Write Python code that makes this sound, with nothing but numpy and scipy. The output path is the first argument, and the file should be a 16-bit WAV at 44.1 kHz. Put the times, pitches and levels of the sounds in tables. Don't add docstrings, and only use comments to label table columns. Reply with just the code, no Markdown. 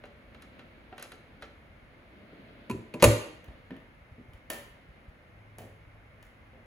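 import sys
import numpy as np
from scipy import signal
from scipy.fft import rfft, irfft
from scipy.io import wavfile
from scipy.ndimage import uniform_filter1d

SR = 44100
rng = np.random.default_rng(int(sys.argv[2]) if len(sys.argv) > 2 else 0)


def bounce(signal):
    frames = np.transpose(np.atleast_2d(signal))
    limited = np.clip(frames, -1, 1)
    pcm = np.round(limited * 32767).astype(np.int16)
    wavfile.write(sys.argv[1], SR, pcm)


N = 293696
T = np.arange(2 ** 15) / SR
TIME = np.arange(N) / SR

# start_s, level_db, body_db, treble_db
KEY_CLICKS = [(0.0382, -39.5, 1, -24), (.055, -49.5, 6.5, -8.5), (.347, -44.5, -6, -17),
              (0.422, -43, -22, -4.5), (.593, -41, -6.5, -19), (0.926, -43, -3, -33), (.980, -35, -11, -11),
              (0.997, -42.5, -1.5, -3), (1.0255, -36.5, -24, 6), (1.1192, -38.5, -18, -4),
              (1.4228, -34, -8, -13), (1.4262, -38.5, 0, -27)]


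def doors():
    # start_s, door, panel_db, crack_db, crack_treble_db, catch_db
    impacts = [(2.6976, "left", -38, -30.5, -10, -47), (2.7011, "left", -26.5, -45, -18, -52.5),
               (2.7109, "left", -31, -37, -5, -38.5), (2.9393, "right", -38.5, -35.5, -9, -39),
               (2.945, "left", -37, -51, -19.5, -63), (2.9720, "left", -43.5, -56, -26.5, -65),
               (3.0241, "right", -9.5, -8.5, -3.5, -25), (3.0344, "right", -19, -15, -11, -36),
               (3.0402, "right", -9, -5.5, -3.5, -15.5), (3.051, "right", -23.5, -20.5, -6, -34.5)]
    panel_modes = {"left": [(123.5, -8.5, 0.31), (241, 2, .09), (347, -8.5, 0.1), (385, -8, .14),
                   (880, -13.5, 0.024), (994, -2.5, 0.067), (1170, -16.5, 0.014), (1380, -14.5, 0.022),
                   (2280, -14.5, .03)], "right": [(151, -12, 0.27), (244, -14.5, 0.3), (345, -5.5, 0.13),
                   (454, -9.5, 0.23), (510, -4, 0.1), (579.4, -2.5, 0.17), (605, -5, 0.15),
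                   (745, -16, 0.069), (855, -17.5, 0.042), (964, -5.5, .05), (1020, -13, 0.088),
                   (1180, -17.5, 0.09), (1757, -24.5, .1), (2130, -20, 0.044)]}
    # frequency_hz, level_db, t60_s
    catch_modes = [(2282, -8.5, 0.015), (2520, 3, 0.043), (2630, -8.5, 0.032), (2735, -5, 0.078),
                   (4420, -10.5, .03)]
    # frequency_hz, level_db
    crack_colour = [(100, 3), (330, 13), (550, 7.5), (800, 1), (1150, -0.5), (1450, -3), (2600, 0.5),
                    (3300, -5.5), (4200, -3.5), (5300, -9), (7200, -0.5), (11000, -0.5), (15000, -13)]
    cracks, rings = np.zeros(N), np.zeros(N)
    catch = ring(catch_modes)
    for s, door, panel_db, crack_db, treble_db, catch_db in impacts:
        edge = crack(crack_colour, t60=0.036, ring_db=-14.5, ring_t60=0.12)
        edge = tint(edge, [(2800, 0.0084), (7000, treble_db)])
        add(cracks, s, amp(crack_db) * edge)
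        panel = ring(panel_modes[door])
        add(rings, s, amp(panel_db) * panel + amp(catch_db) * catch)
    return cracks, rings


def boom():
    # frequency_hz, level_db, swell_s
    case_modes = [(66.1, -19.5, 0.028), (109.6, -16.5, 0.044), (128.3, -27.5, 0.037)]
    # start_s, level_db
    shuttings = [(2.708, -25.5), (3.034, -0.5)]
    case = 0
    for hz, db, rise_s in case_modes:
        case = case + amp(db) * swell(T, rise_s) ** 2 * np.sin(2 * np.pi * hz * T)
    out = np.zeros(N)
    for s, db in shuttings:
        add(out, s, amp(db) * case)
    return out


def key():
    # frequency_hz, level_db
    key_colour = [(100, -19), (250, -5), (500, 4), (900, -1.5), (1500, 3.5), (3000, -3.5), (4200, -3.5),
                  (5600, -6.5), (11000, -2), (15000, -70)]
    # frequency_hz, level_db, t60_s
    lid_modes = [(460, -17, 0.11), (582, -17, 0.17), (748, -19.5, 0.12), (1348, -21.5, 0.19),
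                 (1500, -13.5, 0.033), (1840, -35, 0.046), (2743, -17, 0.087), (4040, -12.5, 0.051)]
    taps = clicks(KEY_CLICKS, key_colour, lid_modes, t60=0.029, ring_db=-10.0, ring_t60=0.19)
    return amp(1) * taps + rubs()


def rubs():
    slips_per_s = 3500
    slips = rng.standard_normal(N) * (rng.random(N) < slips_per_s / SR)
    grains = tint(slips, [(150, -9.5), (550, 5.5), (900, 1.5), (2500, 2.0), (5000, -6.5), (12000, -23.5)])
    press = amp(-43.5) * arch(2.996, 3.04)
    rub_db, rub_per_treble = -20, 0.55
    lead_s, trail_s = 0.012, 0.04
    for s, db, _, treble_db in KEY_CLICKS:
        drag_db = db + rub_db + rub_per_treble * treble_db
        press = press + amp(drag_db) * arch(s - lead_s, s + trail_s)
    return press * grains / np.std(grains)


def wood_ticks():
    # start_s, level_db, body_db, treble_db
    releases = [(3.4424, -51, -3.5, -4), (3.4840, -49, -2, -28), (3.7065, -39, -6, -27),
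                (3.7654, -49, -14, -14), (4.3344, -48.5, -24, -11.5), (4.5008, -35, -4.5, 1),
                (4.5025, -26.5, -14, 0), (5.5842, -44, 2.5, 2), (5.590, -42, -1, -11),
                (6.2272, -47, -15, -6.5), (6.530, -53.5, 7, -31)]
    # frequency_hz, level_db
    tick_colour = [(100, -15), (230, -5.5), (550, 4.5), (950, 0), (1400, -6), (1850, -0.5), (3000, -6.5),
                   (5500, -7.5), (11000, -0.5), (15000, 5.5)]
    # frequency_hz, level_db, t60_s
    board_modes = [(229, -22.5, 0.17), (403.4, -31, 0.023), (630.5, -18, 0.099), (1797, -14, 0.057),
                   (3030, -15, .025)]
    rows = with_slips(releases, count=2)
    return amp(3.5) * clicks(rows, tick_colour, board_modes, t60=0.021, ring_db=-9.5, ring_t60=0.22)


def with_slips(ticks, count):
    gap_s, slip_db, slip_body_db, slip_treble_db = 0.018, -11.5, 7.5, -1
    gaps = gap_s * np.exp(0.23 * rng.standard_normal((len(ticks), count)))
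    lags = np.cumsum(gaps, axis=1)
    rows = list(ticks)
    for (s, db, body_db, treble_db), tick_lags in zip(ticks, lags):
        for lag in tick_lags:
            rows.append((s + lag, db + slip_db, body_db + slip_body_db, treble_db + slip_treble_db))
    return rows


def thuds():
    # start_s, level_db
    footfalls = [(3.48, -41), (4.11, -44.5), (4.281, -44), (4.336, -41.5), (4.885, -46), (5.08, -43)]
    # start_s, level_db, pitch_hz
    pats = [(.925, -42, 750), (1.127, -50.5, 440), (2.322, -47, 312.4), (2.73, -34.5, 228),
            (2.938, -32.5, 332.6), (3.704, -42, 262), (4.178, -47, 249), (4.5, -42.5, 332),
            (5.588, -55, 215)]
    out = np.zeros(N)
    for s, db in footfalls:
        add(out, s, amp(db) * bump(65.7, rise_s=0.0086))
    swell_cycles = 3.3
    for s, db, hz in pats:
        add(out, s, amp(db) * bump(hz, swell_cycles / hz))
    return out


def rustle():
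    # frequency_hz, level_db
    cloth_colour = [(90, -15), (230, 10.5), (420, -1), (620, 3.5), (850, -14), (1400, -7), (2700, -9.5),
                    (4400, -18), (6000, -42), (12000, -38)]
    # middle_s, half_length_s, level_db
    moves = [(.55, 0.48, -60), (1.306, 0.36, -64), (2.5, .5, -57), (3.45, .35, -61.5), (4.798, .35, -68)]
    hz, noise = diffuse(N, alike_hz=700)
    cloth = irfft(noise * amp(at_hz(hz, cloth_colour)), N)
    motion = amp(-69)
    for s, half, db in moves:
        motion = motion + amp(db) * np.exp(-((TIME - s) / half) ** 2)
    flutter = amp(0.85 * walk(29))
    return cloth / np.std(cloth) * motion * flutter


def room(x):
    # frequency_hz, t60_s, level_db
    bands = [(80, 0.56, -10.5), (246, 0.51, -3.5), (590, 0.6, -3.5), (1200, 0.55, -3), (3120, 0.64, -5),
             (6996, 0.43, -4.5), (14100, 0.41, -12)]
    hz, noise = diffuse(len(T), alike_hz=750)
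    centres = [row[0] for row in bands]
    onset = 1 - np.exp(-(T / 0.007) ** 2)
    tail = 0
    for share, (_, t60, db) in zip(np.eye(len(bands)), bands):
        shape = fade(t60) * onset
        echoes = even(irfft(noise) * shape / np.linalg.norm(shape), width_hz=60)
        band = at_hz(hz, list(zip(centres, share)))
        tail = tail + amp(db) * irfft(rfft(echoes) * band)
    return signal.fftconvolve(x[None], tail[:, T < .65], axes=1)[:, :N]


def background():
    # frequency_hz, level_db
    air_colour = [(15, -38), (25, -9), (43, -3), (108, -6.5), (180, -13.5), (354, -19.5), (384, -23.5),
                  (531, -18.5), (936, -24), (2110, -22.5), (4370, -43.5), (7710, -53.5), (8590, -47.5),
                  (10700, -50), (16000, -55.5)]
    hz, noise = diffuse(N, alike_hz=580)
    noise = noise * amp(at_hz(hz, air_colour))
    upper = at_hz(hz, [(150, 0.22), (500, 0.93)])
    low = irfft(noise * (1 - upper), N)
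    high = irfft(noise * upper, N)
    rumble = low * amp(-1.5 + 1.6 * walk(8.5))
    hiss = high * amp(1.98)
    air = amp(-56) * (rumble + hiss) / np.std(low + high)
    hum_hz, hum_db, hum_start_s, hum_swell_s = 105, -52.5, 5.25, 0.29
    tone = np.sin(2 * np.pi * hum_hz * TIME + 0.48 * walk(rate=29))
    return air + amp(hum_db) * swell(TIME - hum_start_s, hum_swell_s) * tone


def whirr():
    centre_hz, drift_hz, level_db = 2156, 44.5, -70.5
    phase = 2 * np.pi * np.cumsum(centre_hz + drift_hz * walk(1.8)) / SR
    return amp(level_db) * (walk(220) * np.cos(phase) + walk(220) * np.sin(phase))


def crack(colour, t60, ring_db, ring_t60):
    burst = rng.standard_normal(len(T)) * (fade(t60) + amp(ring_db) * fade(ring_t60))
    burst = even(burst, width_hz=290) * (T < T[-1] / 2)
    return tint(burst, colour)


def clicks(rows, colour, modes, t60, ring_db, ring_t60):
    out, wood = np.zeros(N), ring(modes)
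    for s, db, body_db, treble_db in rows:
        balance = [(450, body_db + 6.5), (1200, 0.0096), (3200, 0), (9000, treble_db - 12.5)]
        body = tint(crack(colour, t60, ring_db, ring_t60) + wood, balance)
        tip = crack([(4000, -16), (11000, -1.5), (15000, -20)], 0.01, -27, .02)
        add(out, s, amp(db) * (body + amp(treble_db + 6) * tip))
    return out


def bump(hz, rise_s):
    colour = [(hz / 3, -25), (hz * 0.48, 0), (hz * 1.6, -2), (hz * 3, -25), (hz * 8, -60)]
    scuff = tint(rng.standard_normal(len(T)), colour)
    tone = np.sin(2 * np.pi * hz * T)
    return swell(T, rise_s) * (amp(-2.0) * tone + amp(-3.0) * scuff / np.std(scuff))


def ring(modes):
    out = 0
    for k, (hz, db, t60) in enumerate(modes):
        out = out + (-1) ** k * amp(db) * fade(t60) * np.sin(2 * np.pi * hz * T)
    return out


def swell(t, rise_s):
    u = np.maximum(t, 0) / rise_s
    return u * np.exp(1 - u)


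def arch(start, end):
    return np.sqrt(np.clip(1 - ((2 * TIME - start - end) / (end - start)) ** 2, 0, 1))


def fade(t60):
    return np.exp(-np.log(1000) * T / t60)


def walk(rate):
    size = int(SR / rate)
    steps = np.repeat(rng.standard_normal(N // size + 1), size)
    return uniform_filter1d(steps, size)[:N]


def diffuse(size, alike_hz):
    hz = np.fft.rfftfreq(size, 1 / SR)
    mid, side = rfft(rng.standard_normal((2, size)))
    alike = .92 / (1 + (hz / alike_hz) ** 4)
    sign = np.array([[1], [-1]])
    return hz, mid * np.sqrt((1 + alike) / 2) + sign * side * np.sqrt((1 - alike) / 2)


def even(x, width_hz):
    z = rfft(x)
    power = uniform_filter1d(np.abs(z) ** 2, max(int(width_hz * len(T) / SR), 1))
    return irfft(z * np.sqrt(power.mean() / power))


def tint(x, points):
    size = len(x)
    cep = irfft(np.log(amp(at_hz(np.fft.rfftfreq(size, 1 / SR), points))), size)
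    cep[1:size // 2] *= 2
    cep[size // 2 + 1:] = 0
    return irfft(rfft(x) * np.exp(rfft(cep)), size)


def at_hz(hz, points):
    f, value = np.transpose(points)
    return np.interp(np.log(hz + 1), np.log(f), value)


def amp(db):
    return 10 ** (np.asarray(db) / 20)


def add(track, s, sound):
    start = max(int(s * SR), 0)
    track[start:start + len(sound)] += sound[:N - start]


def scene():
    cracks, rings = doors()
    dull, lock, ticks = thuds(), key(), wood_ticks()
    sent = cracks + amp(-7.5) * rings + amp(-2.5) * lock + amp(2.5) * ticks + amp(-2.5) * dull
    direct = cracks + rings + boom() + lock + ticks + dull
    return direct + room(sent) + rustle() + background() + whirr()


def record(dry):
    hz = np.fft.rfftfreq(N, 1 / SR)
    bass_cut = signal.butter(3, 33, "highpass", fs=SR, output="sos")
    left, right = rfft(signal.sosfilt(bass_cut, dry))
    angle = at_hz(hz, [(350, 0.25), (1000, 0.18), (2200, 1.1), (4000, 1.6), (6000, 0.03)])
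    width = np.exp(.5j * angle)
    left, right = left * width, right / width
    single = np.clip((hz - 5800) / 1200, 0, 1)
    late = np.exp(-2j * np.pi * (hz - 6250) / 4720)
    left = np.sqrt(1 - single) * left + np.sqrt(single) * late * right
    top_cut = signal.ellip(8, .2, 90, 15600, fs=SR, output="sos")
    return signal.sosfilt(top_cut, irfft(np.array([left, right]), N))


dry = scene()
out = record(dry)
bounce(out)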